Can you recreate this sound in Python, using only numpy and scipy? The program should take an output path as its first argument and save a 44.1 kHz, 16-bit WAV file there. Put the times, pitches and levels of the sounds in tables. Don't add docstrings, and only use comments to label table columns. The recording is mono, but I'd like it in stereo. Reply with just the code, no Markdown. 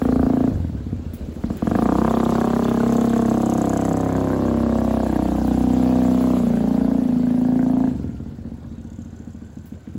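import sys
import numpy as np
from scipy import signal
from scipy.fft import rfft, irfft, next_fast_len
from scipy.io import wavfile
from scipy.ndimage import uniform_filter1d

SR = 44100
rng = np.random.default_rng(int(sys.argv[2]) if len(sys.argv) > 2 else 0)


def inscribe(sig):
    pcm = np.round(np.clip(np.atleast_2d(sig).T, -1, 1) * 32767)
    wavfile.write(sys.argv[1], SR, pcm.astype(np.int16))


N = 440118
TIME = np.arange(N) / SR
LEAD = 200
PULSE_MS = (np.arange(2000) - LEAD) / SR * 1000
HALVES = np.array([[.5], [-.5]])

# t/s, opening (0 shut - 1 open)
THROTTLE = [(0, 0.96), (.47, 0.76), (.52, 0.059), (1.39, 0.31), (1.43, 0.59), (1.6, 0.82), (1.75, 0.97),
            (7.86, 0.72), (7.94, 0.16), (10, 0)]
# t/s, putt level/dB against the thump, boom level/dB above its open level, pumping level/dB against firing's boom
COASTING = [(0, -14, 4, -10), (.7, -3, 14.5, 2.5), (.9, 4, 20, -2.5), (1.4, 2, 8, -5), (7.9, 0, 2.5, -11),
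            (8.3, 2.5, 2, -13), (9, -3, 8, -5), (10, -2.5, 7, 6)]


def gain_of(db):
    return 10 ** (np.asarray(db) / 20)


def evened(x):
    return x / np.sqrt(np.mean(x ** 2) + 1e-20)


def read(points, hz):
    f, value = np.transpose(points)
    return np.interp(np.log(hz + 1), np.log(f + 1), value)


def follow(rows):
    s, *columns = np.transpose(rows)
    return [np.interp(TIME, s, c) for c in columns]


def delayed(x, seconds):
    return np.interp(TIME - seconds, TIME, x)


def filtered(x, order, hz, kind="low"):
    return signal.sosfilt(signal.butter(order, hz, kind, fs=SR, output="sos"), x)


def resonate(x, hz, width):
    turn = np.exp(2j * np.pi * np.cumsum(hz * np.ones(len(x))) / SR)
    r = np.exp(-np.pi * width / SR)
    return 2 * (turn * signal.lfilter([1 - r], [1, -r], x / turn)).real


def resonate_twice(x, hz, width, second_width):
    return resonate(resonate(x, hz, width), hz, second_width)


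def firings(rate, first_s, span):
    turns = np.cumsum(rate) / SR
    at = np.flatnonzero(np.diff(np.floor(turns - turns[int(first_s * SR)]))) + 1
    at = at[(at > span[0] * SR) & (at < span[1] * SR)]
    return at, rate[at]


def hiss(spectrum, level_db, patchy_db, size):
    # f/Hz, likeness (0-1)
    likeness = [(60, .97), (250, .9), (600, .55), (2000, .45), (4500, .42), (7000, .68), (9000, .86),
                (15000, .84)]
    hop, hz = size // 4, np.fft.rfftfreq(size, 1 / SR)
    a, b, c, d, patches = rng.standard_normal((N // hop + 5, len(hz), 5)).T
    patches = uniform_filter1d(patches, 8, axis=0)
    patches = evened(uniform_filter1d(patches, 10, axis=1))
    same = np.clip(read(likeness, hz), 0, 1)[:, None]
    left = a + 1j * b
    right = same * left + np.sqrt(1 - same ** 2) * (c + 1j * d)
    z = np.array([left, right]) * gain_of(read(spectrum, hz)[:, None] + patchy_db * patches)
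    noise = signal.istft(z, nperseg=size, noverlap=size - hop)[1][:, :N]
    return gain_of(level_db) * evened(noise)


def crank():
    # t/s, rate/firings per s, lag/s
    aims = [(0, 28.552, .127), (.459, 11.92, .3), (1.426, 16.485, .028), (1.604, 33.106, .15),
            (2.039, 33.389, .192), (3.833, 33.198, .309), (4.625, 32.425, .078), (5.03, 31.035, .072),
            (5.298, 31.585, .213), (6.336, 29.053, .062), (6.72, 29.427, .141), (7, 27.496, .05),
            (7.328, 29.116, .475), (7.878, 14.116, .211), (8.428, 15.482, .17), (8.604, 12.263, .863)]
    rate = np.full(N, 27.704)
    for s, aim, lag in aims:
        at = int(s * SR)
        rate[at:] = aim + (rate[at] - aim) * np.exp(-(TIME[at:] - s) / lag)
    return rate


def controls(rate):
    # t/s, thump level/dB, mouth facing the listener (0-1)
    pipe = [(0, -24.5, 0.75), (.46, -25.5, 1), (1.6, -22, 0.75), (2, -21, 0.95), (2.4, -23.5, 0.95),
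            (3.3, -25, 0.86), (3.8, -26, 0.74), (4.3, -27, 0.93), (5.2, -25.5, 1), (5.55, -25.5, 0.7),
            (5.8, -27, 0.6), (6.1, -26.5, 0.45), (6.33, -27, 0.9), (6.42, -25.5, 0.16), (6.7, -23.5, 0.13),
            (6.95, -25, 0.2), (7.1, -27.5, 0.35), (7.5, -26.5, 0.83), (7.85, -26.5, 0.6), (8.5, -26, 0.2),
            (10, -29, .4)]
    # t/s, f/Hz, level/dB
    drone_curve = [(0, 254, -22), (.15, 256.5, -21.5), (.5, 257, -21), (1.4, 235, -30), (1.7, 225, -31),
                   (2.1, 229, -32), (2.5, 233, -32), (3.1, 233.5, -27), (3.7, 233.5, -36), (4.2, 233, -33),
                   (4.6, 232.5, -24.5), (5, 227, -30), (5.2, 219, -30), (5.45, 250, -25), (5.7, 252, -21.5),
                   (6.3, 252.5, -23), (6.5, 234, -25), (6.7, 262, -25), (6.98, 264, -22.5),
                   (7.12, 248, -21), (7.35, 248, -21), (7.86, 256.5, -20.5), (8.2, 232, -23),
                   (10, 228, -31)]
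    # t/s, ring louder on the left/dB, boom f/Hz, boom level/dB, frame hum level/dB (against thump)
    pitches = [(0, 2, 88, -18, -37), (.5, -2, 98.5, -14.5, -31), (1.7, 5, 62, -14.5, -12.5),
               (2.1, 5, 65, -16, -29), (3.2, -7, 67.4, -18, -21), (4.1, 6, 66, -15, -12),
               (4.6, -3, 65, -10, -15.5), (5.2, 0, 62, -10, -26), (5.5, 3, 60, -9, -28),
               (6.2, 1, 62.4, -13.5, -29), (6.45, -2, 58.6, -14.5, -31), (6.8, -4.5, 58.5, -18.5, -38),
               (7.1, -3.5, 55.3, -17, -37), (7.5, -7.5, 56, -20, -31), (7.85, -5, 57.6, -14.5, -28),
               (8.2, 3, 60, -14, -39), (10, 0, 61, -15, -37)]
    # t/s, bark f/Hz, bark level/dB, tip f/Hz, tip level/dB (against the crack),
    # rasp level/dB (against the thump)
    mouth_curve = [(0, 736, 3.5, 1160, 2.5, -13.5), (.5, 720, 12.5, 1200, 3, -16),
                   (1.7, 700, 5, 1090, 1.5, -15), (2, 720, 2, 1005, 2.5, -18),
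                   (2.45, 700, 7.5, 1054, 3, -14.5), (3.05, 694, 4.5, 1090, -0.5, -15),
                   (3.5, 690, 11, 1070, 2, -19), (3.9, 670, 14.5, 1090, 4, -13),
                   (4.3, 664, 7, 990, 3, -12.5), (4.7, 620, 12, 1050, 5, -18),
                   (5.2, 696, 11.5, 900, -12, -19), (5.6, 710, 9.5, 950, -25, -28),
                   (5.95, 660, 18, 1070, 1, -11), (6.35, 674, 17.5, 1090, 11, -42),
                   (6.5, 600, 6, 1260, -1, -18), (6.85, 660, 17, 820.5, -33, -27),
                   (7.2, 630, 7, 786, -37, -22), (7.8, 745, 17, 830, -4, -16), (10, 650, -5, 900, -4, -30)]
    shut_mouth = -29, 478, -8.5, 758, -6.5, -29.5
    throttle = np.clip(follow(THROTTLE)[0], 0, 1)
    over = rate - 10.83

    def blend(shut, wide, power=1):
        return shut + (wide - shut) * throttle ** power

    open_thump_db, facing = follow(pipe)
    ring_hz, open_ring_db = follow(drone_curve)
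    ring_pan_db, open_boom_hz, boom_db, hum_db = follow(pitches)
    away_db, facing_db = -14.5, -6.5
    opened = away_db + (facing_db - away_db) * facing, *follow(mouth_curve)
    crack_db, *mouth, rasp_db = (blend(s, o, 1.6) for s, o in zip(shut_mouth, opened))
    ringing = np.minimum(throttle / .7, 1)
    ring_db = (1 - ringing) * (1.5 - 0.94 * over) + ringing * (open_ring_db - open_thump_db)
    thump_db = open_thump_db + blend(-19.5 + 1.17 * over, 0)
    boom_db = boom_db + blend(follow(COASTING)[1], 0)
    boom_hz = blend(81.3 + 0.65 * over, open_boom_hz)
    clear = np.clip(blend(0.63, facing), 0, 1)
    levels_db = thump_db, crack_db, rasp_db, ring_db, boom_db, hum_db
    return levels_db, mouth, boom_hz, ring_hz, ring_pan_db, clear


def firing_trains(speed, levels_db):
    # t/s, level/dB
    uneven = [(.558, -3), (.599, -5), (.645, 5), (.755, 0), (.81, -1.5), (.868, 2), (.926, 1.5),
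              (1.059, -5.5), (1.564, -33), (8.04, 4), (8.089, 1), (8.143, 0.5), (8.317, -3.5), (8.576, -7),
              (9.195, -2.5), (9.268, 5.5), (9.49, -10), (9.564, 3.5), (9.64, -2.5), (9.717, 4.5),
              (9.795, -26), (9.872, 4), (9.948, 11.5)]
    at, rate = firings(speed, .017, (0, N / SR))
    luck = rng.standard_normal((len(at), 3))
    idle = np.clip((26 - rate) / 8, 0, 1)
    odd_db = sum(db * (abs(at / SR - s) < .02) for s, db in uneven)
    thump_db, *parts_db = (c[at] for c in levels_db)
    strength_db = thump_db + odd_db + (0.08 + 1.6 * idle) * luck[:, 0]
    blast, front, gas, ring, boom, hum = np.zeros((6, N))
    blast[at] = gain_of(strength_db) * np.sqrt(SR / rate)
    boom_chance = (0.27 - 1) * odd_db
    chances = .8 * luck[:, 1], 3.6 * luck[:, 2], 0, boom_chance, 0
    for train, db, chance in zip((front, gas, ring, boom, hum), parts_db, chances):
        train[at] = blast[at] * gain_of(db + chance)
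    return at, blast, front, gas, ring, boom, hum


def play(train, pulse):
    return signal.oaconvolve(train, pulse / np.linalg.norm(pulse))[LEAD:LEAD + N]


def swell(mid_ms, spread_ms):
    return np.exp(-((PULSE_MS - mid_ms) / spread_ms) ** 2)


def falling(end_hz, extra_hz, fall_ms, turns):
    cycles = end_hz * PULSE_MS - extra_hz * fall_ms * np.exp(-PULSE_MS / fall_ms)
    return np.cos(2 * np.pi * (cycles / 1000 + turns))


def pipe_mouth(front, gas, crack, shut, colours):
    # t/s, level/dB
    overtone_db = [(0, 3.5), (.5, 7.5), (1.4, 1), (2, -0.5), (2.8, 2), (3.5, 2.5), (4.3, 3), (5.1, -0.5),
                   (5.9, 3.5), (6.5, 6), (7, 1), (7.7, 1), (8.2, 6.5), (10, 1)]
    bark_hz, bark_db, tip_hz, tip_db = colours
    edge = delayed(play(front, crack), 5 / 1000 * shut)
    bark = 1.12 * gain_of(bark_db) * resonate_twice(edge, bark_hz, 300, 600)
    tip = 1.71 * gain_of(tip_db) * resonate_twice(edge, tip_hz, 540, 540)
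    overtone = 2.03 * gain_of(follow(overtone_db)[0]) * resonate_twice(edge, 376, 320, 640)
    puff = np.maximum(PULSE_MS + 1.5, 0) * np.exp(-PULSE_MS / 1.6)
    torn = play(gas, puff) * rng.standard_normal(N)
    rasp = 4.2 * resonate_twice(torn, 1570, 344, 344)
    snap = 1.8 * gain_of(-6.5) * resonate_twice(gas, 1910, 830, 830)
    return filtered(bark + overtone + tip + rasp + snap, 4, 2500)


def thump_body(blast, thump, clear):
    body = filtered(play(blast, thump), 2, 640)
    muffled = np.cos(2 * np.pi * (193 * PULSE_MS / 1000 + 0.21)) * swell(5.7, 5.5)
    body = clear * body + (1 - clear) * play(blast, muffled)
    return filtered(body, 2, 108, "high")


def coasting_putts(blast, shut):
    rise = np.clip(PULSE_MS / 4 + 1, 0, 1) ** 2
    putt = falling(73.3, 127, 10.83, 0.21) * swell(19, 24) * rise
    return play(blast * np.sqrt(shut) * gain_of(follow(COASTING)[0]), putt)


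def boom_and_hum(at, boom, hum, boom_hz, shut):
    between = (at[:-1] + at[1:]) // 2
    pumping = shut * gain_of(follow(COASTING)[2])
    boom[between] = boom[at[:-1]] * pumping[between]
    width = 23.4
    low = resonate(resonate_twice(boom, boom_hz, width, 96.0), boom_hz, 122.0) * np.sqrt(SR / width)
    low = filtered(low, 2, 48, "high")
    hum_hz, hum_width = 97.6, 14.6
    return low + resonate_twice(hum, hum_hz, hum_width, 2 * hum_width) * np.sqrt(SR / hum_width)


def exhaust():
    speed = crank()
    levels_db, colours, boom_hz, ring_hz, ring_pan_db, clear = controls(speed)
    at, blast, front, gas, ring, boom, hum = firing_trains(speed, levels_db)
    shut = np.clip(1 - 2 * follow(THROTTLE)[0], 0, 1)
    chirp = falling(207.3, 710, 1.54, 1.263) * np.clip(PULSE_MS / 2 + 1, 0, 1) ** 2
    crack = chirp * swell(0.503, 2.38)
    thump = chirp * swell(5.8, 2.14)
    blasts = thump_body(blast, thump, clear) + coasting_putts(blast, shut)
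    blasts = blasts + pipe_mouth(front, gas, crack, shut, colours)
    low = boom_and_hum(at, boom, hum, boom_hz, shut)
    drone = 2.7 * resonate(filtered(play(ring, thump), 2, 640), ring_hz, 13)
    return blasts, low, drone, ring_pan_db


def walls(x):
    # later on the left/ms, louder on the left/dB
    sides = (0.34, -8), (0.28, 9.5), (-0.39, -4), (0.35, 5.5)
    # t/s, near surface/ms, wall/ms
    delay_curve = [(0, 7.9, 24), (1.8, 5.5, 12), (2.2, 5.75, 11), (2.6, 4.77, 10.16), (3, 4.47, 8.5),
                   (3.5, 4, 9.66), (4, 3.87, 10.8), (4.5, 3.45, 12.4), (5.2, 3.4, 12.4), (5.6, 3.9, 14.9),
                   (6, 4.06, 16), (6.5, 5.1, 16.1), (7, 4.43, 17.7), (7.8, 5.7, 15.5), (10, 4.2, 12)]
    # t/s, ground level/dB, near surface level/dB, wall level/dB, far wall level/dB
    echo_levels = [(0, -10, -23, -28, -22), (1.9, -2.5, -11, -43, -29), (2.4, -17, -4, -30, -47),
                   (2.9, -12, -1.5, -7, -5.5), (3.6, -40, -3.5, -3, -34), (4.2, -24, -5, 0, -3),
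                   (4.5, -8, -5, -2, -4), (5.2, 0.5, -7, -22.5, -11), (5.8, -27, -2.5, 0, -10),
                   (6.4, -25, -6.5, -5.5, -24), (7.001, -24, -4, -6.5, -11), (7.8, -5, -9.5, -4.5, -11.5),
                   (10, 3.5, -26, -30, -0.5)]
    out = np.zeros((2, N))
    thin = filtered(x, 1, 300, "high")
    near_ms, wall_ms = follow(delay_curve)
    delays = 4.266, near_ms, wall_ms, wall_ms + 7.445
    for sound, ms, db, (left_ms, pan_db) in zip((thin, thin, x, x), delays, follow(echo_levels), sides):
        late = ms + np.array([[left_ms], [0]])
        out += delayed(sound, late / 1000) * gain_of(db + pan_db * HALVES)
    return out


def lane(x):
    # f/Hz, t60/s
    decay = [(100, 1), (300, 0.43), (1000, 0.52), (6000, 0.21)]
    taps = np.zeros((2, SR // 2))
    at = np.arange(900, SR // 2 - 20, 20) + rng.integers(0, 20, (2, (SR // 2 - 901) // 20))
    np.put_along_axis(taps, at, rng.choice([-1., 1.], at.shape), 1)
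    taps[1] = 1.02 * taps[0] + 0.66 * taps[1]
    hz, t, z = signal.stft(taps, SR, nperseg=512)
    tail = signal.istft(z * gain_of(-60 * t / read(decay, hz)[:, None]), SR, nperseg=512)[1]
    return signal.fftconvolve(x[None], tail / np.linalg.norm(tail[0]), axes=1)[:, :N]


def running():
    # t/s, tyre and gear rumble level/dB, hiss level/dB
    running_levels = [(0, -35, -51), (.5, -33, -51), (1.8, -33, -43.5), (3.2, -32, -43), (4, -32.5, -47.5),
                      (5.5, -31.5, -43.5), (6.3, -29.5, -42.5), (6.6, -30.5, -46.5), (7.25, -34, -50.5),
                      (7.9, -38.5, -49.5), (8.7, -39, -53), (10, -40, -50)]
    # f/Hz, relative density/dB per Hz
    rumble_spectrum = [(30, -25), (60, 3), (120, 2.5), (250, 7), (500, 0.5), (1000, -10.5), (1600, -14.5),
                       (2200, -22.5), (4500, -24), (7000, -44.5)]
    # f/Hz, relative density/dB per Hz
    hiss_spectrum = [(1500, 5), (3000, 4.5), (5400, -1), (7500, 2), (8800, -3), (9600, -53)]
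    # f/Hz, relative density/dB per Hz
    fizz_spectrum = [(8800, -48), (9600, 2.5), (11000, 0.5), (13000, -2.5), (15500, 0)]
    # t/s, level/dB against the hiss
    fizz_levels = [(0, -1.5), (.8, -11), (1.5, -5.5), (3, -3), (4.6, -4), (5.5, -3.5), (7.6, -3),
                   (8.05, -7.5), (8.8, -10), (10, -6)]
    r = np.exp(-1 / (0.14 * SR))
    coasting = signal.lfilter([1 - r], [1, -r], 1 - follow(THROTTLE)[0])
    rumble_db, hiss_db = follow(running_levels)
    rumble_db = rumble_db - 9 * coasting
    hiss_db = hiss_db - 12 * coasting
    flicker = evened(uniform_filter1d(rng.standard_normal(N), 900))
    fizz_db = hiss_db + follow(fizz_levels)[0] + 2.2 * flicker
    rumble = hiss(rumble_spectrum, rumble_db, 2.86, size=1024)
    high = hiss(hiss_spectrum, hiss_db + 0.5 * flicker, 2.8, size=256)
    return rumble + high + hiss(fizz_spectrum, fizz_db, 2.8, size=256)


def wind():
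    # t/s, level/dB
    wind_levels = [(0, -27.5), (.4, -28), (.7, -36), (1.3, -43), (1.8, -42), (2.3, -50), (6, -53),
                   (6.8, -43), (7.7, -50), (8.7, -42), (10, -73)]
    # f/Hz, relative density/dB per Hz
    gust_spectrum = [(15, -27), (30, -6), (45, -11), (60, 2), (90, -39), (200, -61.5)]
    return hiss(gust_spectrum, follow(wind_levels)[0], 3.9, size=2048)


def rattles():
    # t/s, relative peak level/dB, t60/s
    bursts = [(1.1368, -33, 0.16), (1.571, -32, 0.041), (5.474, -33, 0.099), (9.6574, -41.5, 0.2)]
    # f/Hz, relative density/dB per Hz
    rattle_spectrum = [(4000, -2.5), (7000, -5), (10000, 2), (12000, 1), (15500, 6.5)]
    shape = np.zeros(N)
    for s, db, t60 in bursts:
        fade_db = db - 60 * np.maximum(TIME - s, 0) / t60
        shape += gain_of(fade_db) * np.clip((TIME - s) / 0.0027 + 1, 0, 1)
    return hiss(rattle_spectrum, -4, 2.5, size=256) * shape


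def scooter(speed, first_s, rows, high_db):
    # f/Hz, first-stage width/Hz, relative level/dB
    tick_modes = [(6440, 200, 1.5), (6500, 96, 1), (7070, 580, 2.2)]
    # f/Hz, first-stage width/Hz, relative level/dB
    knock_modes = [(3480, 310, 8.1), (4520, 110, 2.5)]
    # f/Hz, first-stage width/Hz, relative level/dB
    high_modes = [(7790, 410, 17), (9700, 3800, -0.5)]
    # f/Hz, first-stage width/Hz, relative level/dB
    puff_modes = [(122, 20, 18), (230, 27, -25)]
    at, rate = firings(follow(speed)[0], first_s, (speed[0][0], speed[-1][0]))
    tick_db, knock_db, puff_db = follow(rows)
    blow = np.zeros(N)
    blow[at] = gain_of(1.8 * rng.standard_normal(len(at))) * np.sqrt(SR / rate)
    fade = np.exp(-np.arange(1500) / (.0035 * SR))
    burst = signal.oaconvolve(blow, fade / np.linalg.norm(fade))[:N] * rng.standard_normal(N)
    parts = ((tick_db, tick_modes, burst), (knock_db, knock_modes, burst),
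             (tick_db + high_db, high_modes, burst), (puff_db, puff_modes, blow))
    out = np.zeros(N)
    for db, modes, drive in parts:
        rung = sum(gain_of(g) * resonate_twice(drive, f, w, 3 * w) for f, w, g in modes)
        out += gain_of(db) * rung / np.sqrt(np.mean(rung[at[0]:at[-1]] ** 2))
    return out


def scooters():
    # t/s, rate/firings per s
    speeds = [(2.05, 18.64), (2.5, 20.65), (2.9, 21.97), (3.1, 24.21), (3.3, 24.91), (3.6, 25.52),
              (4.4, 25.52)], [(8.6, 32.75), (9, 34.28), (9.3, 35.49), (9.6, 35.76), (10, 37.94)]
    # t/s, valve gear level/dB, case knock level/dB, exhaust level/dB
    balances = [
        [(2.05, -77, -50, -41), (2.35, -52, -48.5, -31), (2.75, -61, -52, -45), (2.92, -45.5, -51, -46),
         (3.2, -50.5, -52, -51), (3.4, -47.5, -78, -45), (3.85, -43, -70, -67), (4.2, -52, -55, -63),
         (4.4, -70, -66, -57)],
        [(8.6, -79, -71, -38), (8.8, -63.5, -65, -58), (9.03, -61, -78, -51), (9.6, -69, -91, -53),
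         (10, -69, -87, -63)],
    ]
    first_firings = 2.096, 8.601
    highs_db = 0.5, -4
    return sum(scooter(*s) for s in zip(speeds, first_firings, balances, highs_db))


def whine(rows):
    hz, db = follow(rows)
    line = evened(resonate_twice(rng.standard_normal(N), hz, 75, 75))
    return line * gain_of(db) * np.clip((TIME - rows[0][0]) / 0.084, 0, 1)


def whines():
    # t/s, f/Hz, level/dB
    low_whine = [(7.9, 1380, -75), (8, 1380, -61), (8.25, 1385, -68), (8.4, 1440, -74), (8.9, 1465, -67),
                 (9.2, 1490, -65), (9.5, 1510, -64), (9.98, 1545, -62)]
    # t/s, f/Hz, level/dB
    thin_whine = [(8.8, 7438, -76), (8.886, 7193, -83), (9.01, 7330, -67), (9.962, 7200, -74),
                  (9.97, 7233, -73)]
    return whine(low_whine) + whine(thin_whine)


def scene():
    blasts, low, ring, ring_pan_db = exhaust()
    others = scooters() + whines()
    bounce = gain_of(-4.5) * np.array([delayed(others, ms / 1000) for ms in (1.3, 2.9)])
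    buggy = blasts * gain_of([[-.5], [.5]]) + low * gain_of([[-.4], [.4]])
    buggy = buggy + ring * gain_of(ring_pan_db * HALVES) + walls(blasts)
    near = buggy + 0.71 * (others + bounce)
    dulled = filtered(blasts, 1, 955)
    tail = gain_of(-11.5) * lane(dulled + 0.79 * others)
    return near + tail + running() + rattles() + wind()


def record(dry):
    # f/Hz, left leads by/radians
    port_phase = [(0, 0), (5000, 0), (7200, -.4), (9150, -3.14), (11200, -6.28), (13400, -9.42),
                  (16000, -12.7)]
    size = next_fast_len(N + 4096)
    lead = np.exp(.5j * read(port_phase, np.fft.rfftfreq(size, 1 / SR)))
    ported = irfft(rfft(dry, size) * [lead, 1 / lead], size)[:, :N]
    ported = filtered(ported, 2, 35, "high")
    band_limit = signal.firwin(511, 15830, window=("kaiser", 9), fs=SR)
    return signal.oaconvolve(ported, band_limit[None], "same")


dry = scene()
out = record(dry)
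inscribe(out)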